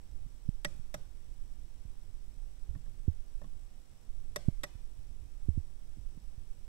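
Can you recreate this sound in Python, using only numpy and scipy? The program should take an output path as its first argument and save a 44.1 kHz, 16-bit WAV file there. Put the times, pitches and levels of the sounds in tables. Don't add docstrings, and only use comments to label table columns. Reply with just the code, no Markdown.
import sys
import numpy as np
from scipy import signal
from scipy.fft import rfft, irfft
from scipy.io import wavfile
from scipy.ndimage import uniform_filter1d

SR = 44100
rng = np.random.default_rng(int(sys.argv[2]) if len(sys.argv) > 2 else 0)


def inscribe(sig):
    pcm = np.round(np.clip(np.atleast_2d(sig).T, -1, 1) * 32767)
    wavfile.write(sys.argv[1], SR, pcm.astype(np.int16))


def level_to_linear(level):
    exponent = np.asarray(level, float) / 20
    return 10 ** exponent


N = 294567
RIGHT_LATE_S = 0.00027


def read(points, hz):
    f, value = np.transpose(points)
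    return np.interp(np.log(hz + 1), np.log(f + 1), value)


def evened(x):
    return x / np.sqrt(np.mean(x ** 2) + 1e-20)


def add(mix, s, sound):
    part = mix[:, round(s * SR):][:, :sound.shape[1]]
    part += sound[:, :part.shape[1]]


def coloured(points):
    hz = np.fft.rfftfreq(N, 1 / SR)
    white = rfft(rng.standard_normal(N))
    return irfft(white * level_to_linear(read(points, hz)) * np.sqrt(SR / 2), N)


def ring(mode, rise_s=0.00023):
    hz, left_db, right_db, t60 = mode
    t = np.maximum(np.arange(SR // 5) / SR - np.array([[0], [RIGHT_LATE_S]]), 0)
    fading = level_to_linear(np.array([[left_db], [right_db]]) - 60 * t / t60)
    return fading * np.sin(2 * np.pi * hz * t) * (1 - np.exp(-t / rise_s))


def thinned(hiss):
    line_db, patch_db, from_hz, lift_db = -3, -4.5, 2500, 0.98
    hz, _, z = signal.stft(hiss, SR, nperseg=2048)
    power = abs(z) ** 2
    around = uniform_filter1d(power.mean(2, keepdims=True), size=41, axis=1)
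    strong_line = power > level_to_linear(2 * line_db) * around
    strong_patch = uniform_filter1d(power, size=9, axis=1) > level_to_linear(2 * patch_db) * around
    gain = np.where(hz[:, None] > from_hz, level_to_linear(lift_db) * (strong_line & strong_patch), 1)
    return signal.istft(z * gain, SR, nperseg=2048)[1][:, :N]


# [f/Hz, level/dB per Hz]
LEFT_HISS = [(15, -87), (60, -86.5), (100, -90.5), (300, -96.5), (800, -105), (1500, -111), (4500, -116),
             (6500, -117), (7900, -107), (9700, -118), (10500, -114), (12000, -119), (14000, -122),
             (15600, -120)]
RIGHT_HISS = [(15, -82.5), (100, -85.5), (400, -99), (800, -105), (1500, -109), (3000, -110), (4500, -113),
              (5650, -107), (6600, -115), (8000, -118), (11000, -120), (16000, -120)]


def port_hiss():
    return thinned(np.array([coloured(LEFT_HISS), coloured(RIGHT_HISS)]))


# [f/Hz, left level/dB, right level/dB]
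HUM = [(792.5, -97, -88.5), (6600, -100, -99), (7130, -99, -99), (5900, -103, -87), (5730, -103, -103),
       (5300, -103, -114)]
# [first tick t/s, number of ticks]
TICK_RUNS = [
    (.2061, 25),
    (.7080, 1),
    (.7419, 23),
]
# [f/Hz, left level/dB, right level/dB, 60 dB decay t/s]
COIL = [(3620, -61, -69, 0.004), (5400, -60, -96, 0.0041), (7790, -60.5, -90, 0.0047),
        (8480, -56.5, -82, 0.0043), (10530, -66, -81, 0.01), (12300, -63.5, -90, 0.004)]


def coil():
    gap_s, cycle_s = .019522, .9991
    runs = [s + gap_s * np.arange(count) + cycle_s * k for s, count in TICK_RUNS for k in range(-1, 7)]
    at = np.concatenate(runs)
    at = at[(at > 0) & (at < (N - 1) / SR)]
    strength = level_to_linear(0.7 * rng.standard_normal(len(at)))
    train = np.bincount(np.round(at * SR).astype(int), strength, N)
    tick = sum(ring(mode) for mode in COIL)
    ticks = signal.oaconvolve(train[None], tick, axes=1)[:, :N]
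    t = np.arange(N) / SR
    tones = 0
    for hz, left_db, right_db in HUM:
        tones = tones + level_to_linear(np.array([[left_db], [right_db]])) * np.sqrt(2) * np.sin(2 * np.pi * hz * t)
    return ticks + tones


# [t/s, level/dB]
DRAUGHT = [(0.0, -44.5), (0.6, -46), (1.05, -49), (1.4, -42.5), (1.9, -45.5), (2.4, -45), (2.95, -43.5),
           (3.45, -44.5), (3.8, -49), (4.02, -56), (4.12, -43), (4.6, -45.5), (4.7, -52), (4.9, -44.5),
           (5.55, -44), (5.8, -46), (6.15, -46), (6.68, -47)]
# [f/Hz, level/dB per Hz]
RUMBLE = [(1, -16), (5, 3.5), (12, 3.5), (22, -3), (32, -6.5), (50, -10), (80, -29.5), (300, -120)]
FLUTTER = [(10, -49), (25, -4), (45, -3.5), (70, -4), (110, -12.5), (200, -26.5), (400, -33.5), (800, -58),
           (2500, -100)]
# [t/s, peak level/dB, push +1 or pull -1]
EDDIES = [(.157, -36, 1), (0.249, -33, -1.05), (0.492, -31, 0.74), (0.551, -28.5, -1.06),
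          (0.636, -33.5, 0.88), (0.934, -32, 0.9), (1.315, -31, -0.87), (1.42, -28.5, -1),
          (1.501, -31, 0.72), (2.15, -30.5, -1), (2.38, -29.5, 1), (2.44, -30, -1.1), (2.632, -30, 1),
          (2.88, -31, -1), (2.911, -31, 0.84), (3.002, -29.5, -1.15), (3.356, -30, -1.1), (4.099, -28, -1),
          (4.187, -29.5, 0.88), (4.489, -28.5, 1), (4.575, -28, 0.92), (4.85, -34, -1.03),
          (5.37, -31.5, 0.97), (5.494, -27, 1), (5.57, -26.5, 1), (5.891, -35, -1.2), (6.067, -30.5, -1.2),
          (6.15, -30, 0.85), (6.514, -33, -1)]


def draught():
    rumble_db, flutter_db, flutter_follows = 6, -55, 0.64
    eddy_s, recoil = .011, 0.83
    t = np.arange(N) / SR
    flow_db = np.interp(t, *np.transpose(DRAUGHT))
    gusts = evened(uniform_filter1d(uniform_filter1d(rng.standard_normal(N), 1500), 1500))
    rumble = level_to_linear(flow_db + rumble_db) * evened(coloured(RUMBLE))
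    strength_db = flutter_db + flutter_follows * (flow_db + 45.5) + 3.88 * gusts
    flutter = level_to_linear(strength_db) * evened(coloured(FLUTTER))
    eddies = 0
    for s, peak_db, sign in EDDIES:
        spread = ((t - s) / eddy_s) ** 2
        eddies = eddies + sign * level_to_linear(peak_db) * (1 - recoil * spread) * np.exp(-spread / 2)
    return np.array([[0], [1]]) * (rumble + flutter + eddies)


# (f/Hz, level/dB, 60 dB decay t/s)
PORT_RING = (400, -36, .018)


def pop(peak_db, sign, first_hz, last_hz, t60):
    crest_s = 0.0019
    lead = SR // 50
    t = np.arange(-lead, SR // 5) / SR
    after = np.maximum(t, 0)
    hz = last_hz + (first_hz - last_hz) * np.exp(-(after / 0.0028) ** 0.55)
    turns = np.cumsum(hz) / SR
    turns = turns - turns[lead]
    fading = np.hypot(after, crest_s) - crest_s
    outline = np.where(t < 0, np.exp(-(t * first_hz / 0.38) ** 2), level_to_linear(-60 * fading / t60))
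    swing = np.cos(2 * np.pi * turns) * outline
    ring_hz, ring_db, ring_t60 = PORT_RING
    ripple = level_to_linear(ring_db - 60 * after / ring_t60) * np.sin(2 * np.pi * ring_hz * after)
    ripple = ripple * (1 - np.exp(-(after / 0.00089) ** 2))
    return np.array([[.004], [1]]) * sign * level_to_linear(peak_db) * (swing + ripple)


# [t/s, peak level/dB, push +1 or pull -1, first f/Hz, 60 dB decay t/s]
POPS = [(0.2668, -35.5, 0.967, 120, 0.018), (0.4915, -14.5, 0.81, 130, 0.011),
        (0.7985, -34, 0.94, 110, 0.026), (1.855, -34.5, -0.96, 122, 0.11),
        (3.082, -18.5, -1.04, 197, 0.025), (4.4861, -9, 0.87, 156, 0.016), (4.756, -33, 1, 89, 0.094),
        (4.994, -39, 1, 77.3, 0.069), (5.4881, -21.5, -1.1, 198, 0.028), (5.578, -21, -1, 166, 0.017),
        (5.973, -42, -1, 224, 0.015), (5.985, -40, 1, 180, 0.14), (6.176, -37.5, -0.98, 205, 0.03),
        (6.381, -34.5, 0.91, 102, 0.098)]
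# [t/s, peak level/dB, push +1 or pull -1, f/Hz, 60 dB decay t/s]
WOBBLES = [
    (2.76, -31, 0.87, 96, 0.046),
    (3.0875, -15, 0.83, 81, 0.081),
    (4.4875, -36.5, -0.61, 640, 0.0221),
    (5.4931, -17.5, 0.82, 80, 0.12),
    (5.5833, -22.5, 0.96, 79, 0.09),
]


def port_pops():
    mix = np.zeros((2, N))
    for events, sag in [(POPS, 0.4), (WOBBLES, 0.95)]:
        for s, peak_db, sign, hz, t60 in events:
            add(mix, s - .02, pop(peak_db, sign, hz, sag * hz, t60))
    return mix


# [f/Hz, level/dB]
WALLS = [(150, -3.5), (600, 9), (1100, 1.5), (1600, 1.5), (1930, -2), (2300, 1), (3500, -0.5), (5500, -1),
         (7000, -8.5), (13000, -13)]
# [f/Hz, 60 dB decay t/s]
ROOM = [(150, 0.33), (700, 0.39), (2000, 0.8), (5000, 0.58), (12000, 0.84)]


def room(x):
    builds_s = 0.014
    taps = np.zeros((2, SR // 2))
    at = np.arange(300, SR // 2 - 20, 20)
    at = at + rng.integers(0, 20, (2, len(at)))
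    np.put_along_axis(taps, at, rng.choice([-1., 1.], at.shape), 1)
    hz, t, z = signal.stft(taps, SR, nperseg=256)
    fading = level_to_linear(read(WALLS, hz)[:, None] - 60 * t / read(ROOM, hz)[:, None])
    tail = signal.istft(z * fading * (1 - np.exp(-t / builds_s)), SR, nperseg=256)[1]
    return signal.fftconvolve(x, tail / np.linalg.norm(tail[0]), axes=1)[:, :N]


# [f/Hz, left level/dB, right level/dB, 60 dB decay t/s]
CASE = [(392, -3.5, -9.5, 0.038), (592, 2, 3.5, 0.065), (818, -8, -6, 0.032), (1113, -5, -2, 0.0285),
        (1300, -1.5, 2.5, 0.034), (1730, -1, 3.5, 0.017), (2565, -25.5, -3.5, 0.02),
        (3606, 7, -4.5, 0.0058), (4900, 3, -16, 0.0077), (5510, -29, -4, 0.024), (5794, -4, -9.5, 0.046),
        (7730, 0.5, -39, 0.009), (8260, -1.5, -31, 0.0069), (12280, 3, -27, 0.0038)]
LID = (1927, -4.5, 7.5, 0.0276)
TABLE = [(120, -14.5, -18, 0.26), (170.4, -5.5, -2, 0.097), (204.5, -3.5, -16.5, 0.061),
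         (283, -15.5, -6.5, 0.066)]
# [f/Hz, level/dB]
LEFT_CRACK = [(200, 0), (1000, -13), (4000, -7), (6300, -5), (8200, 4.5), (10000, -2.5), (13000, -5),
              (16000, -34.5)]
RIGHT_CRACK = [(200, 15), (1000, 2), (4000, -10.5), (5600, -3.5), (7000, -3), (10000, -15), (13000, -17),
               (16000, -10)]


def click(blow_db, rattle_s, lid_db, bright_db, thud_db, lid_hz=LID[0], accents=(), count=12):
    last_bounce, spread = 1.9, 1.5
    place = last_bounce * np.linspace(0, 1, count) ** spread + .05 * rng.standard_normal(count)
    size = rng.standard_normal((len(CASE) + 3, count))
    at = np.round(np.clip(place, 0, 3) * rattle_s * SR).astype(int)
    swell = level_to_linear(6.0 - 18.6 * np.hypot(place - .4, .25))

    gains_db = [bright_db * np.log2(mode[0] / 585) / 2 for mode in CASE] + [lid_db, 0, 0]
    modes = CASE + [(lid_hz, *LID[1:]), *accents]
    rings = 0
    for mode, push, gain_db in zip(modes, size, gains_db):
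        blows = np.bincount(at, (np.sign(push) * 0.58 + 0.27 * push) * swell)
        wave = np.exp(2j * np.pi * mode[0] * np.arange(len(blows)) / SR)
        woken = abs(blows @ wave) / np.linalg.norm(blows)
        blows = blows / np.maximum(woken, .5)
        rings = rings + level_to_linear(gain_db - 11.5) * signal.fftconvolve(ring(mode), blows[None])[:, :SR // 5]

    t, hz = np.arange(SR // 5) / SR, np.fft.rfftfreq(SR // 5, 1 / SR)
    blows = np.bincount(at, swell ** 1.1 * level_to_linear(4.5 * np.clip(size[-1], -2, 1)))
    bursts = signal.oaconvolve(blows, level_to_linear(-60 * t / 0.0048))[:len(t)]
    bursts = np.array([bursts, np.roll(bursts, round(RIGHT_LATE_S * SR))])
    bursts = bursts * rng.standard_normal((2, len(t)))
    colour_db = np.array([read(LEFT_CRACK, hz), read(RIGHT_CRACK, hz)])
    colour_db = colour_db + bright_db * np.log2(hz / 585 + 1) / 2
    crack = level_to_linear(-4.5) * irfft(rfft(bursts) * level_to_linear(colour_db), len(t)) * (t < .1)

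    thud = level_to_linear(thud_db) * sum(ring(mode, 0.014) for mode in TABLE)
    to_phone = rings + crack + thud
    to_room = level_to_linear(-23) * rings + crack + thud
    return level_to_linear(blow_db) * np.vstack([to_phone, to_room])


# [t/s, blow level/dB, lid ring level/dB, brightness level/dB, table thud level/dB]
TOUCHES = [
    (2.749, -56, 4.5, -3, 24),
    (2.86, -64.5, 2, -3, 16),
    (3.4146, -49, -2, -7.5, 9.5),
    (3.4420, -55.5, -6.5, -4.5, 18.5),
    (2.984, -74, -7, -13, 21.5),
]
# (f/Hz, left level/dB, right level/dB, 60 dB decay t/s)
CAP = (1090, 2.3, 1.5, 0.062)


def finger_touches(button):
    for s, blow_db, *row in TOUCHES:
        add(button, s, click(blow_db, .0055, *row, 1790, [CAP]))


# [t/s, blow level/dB, rattle length t/s, lid ring level/dB, table thud level/dB]
CLICKS = [
    (0.647, -32, 0.0064, 9, 3.5),
    (0.9412, -36, .008, -4, 3.5),
    (4.3596, -31, 0.0072, -0.5, -3),
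    (4.634, -34, .0105, 1, -4.5),
]
# [f/Hz, left level/dB, right level/dB, 60 dB decay t/s]
ACCENTS = [
    [(4810, 7, 2, 0.015), (3300, 10, -2, 0.0087)],
    [(6250, -7, 0, 0.016), (620, -14, -1, 0.028)],
    [(3650, -23, -4, 0.03), (6920, -3, -18.5, 0.0098)],
    [(1160, -4.5, -4, 0.044), (2720, -1, -9, 0.016)],
]


def button_clicks(button):
    for (s, blow_db, rattle_s, lid_db, thud_db), accents in zip(CLICKS, ACCENTS):
        add(button, s, click(blow_db, rattle_s, lid_db, 1.5, thud_db, accents=accents))


def scene():
    background = port_hiss() + coil() + draught() + port_pops()
    button = np.zeros((4, N))
    finger_touches(button)
    button_clicks(button)
    return background + button[:2] + level_to_linear(-10.5) * room(button[2:])


def band_limit(x):
    return signal.sosfilt(signal.butter(12, 16300, fs=SR, output="sos"), x)


def record(dry):
    edge = signal.firwin(1023, 15750, window=("kaiser", 8), fs=SR)
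    mix = signal.oaconvolve(dry, edge[None], "same")
    return band_limit(mix)


dry = scene()
out = record(dry)
inscribe(out)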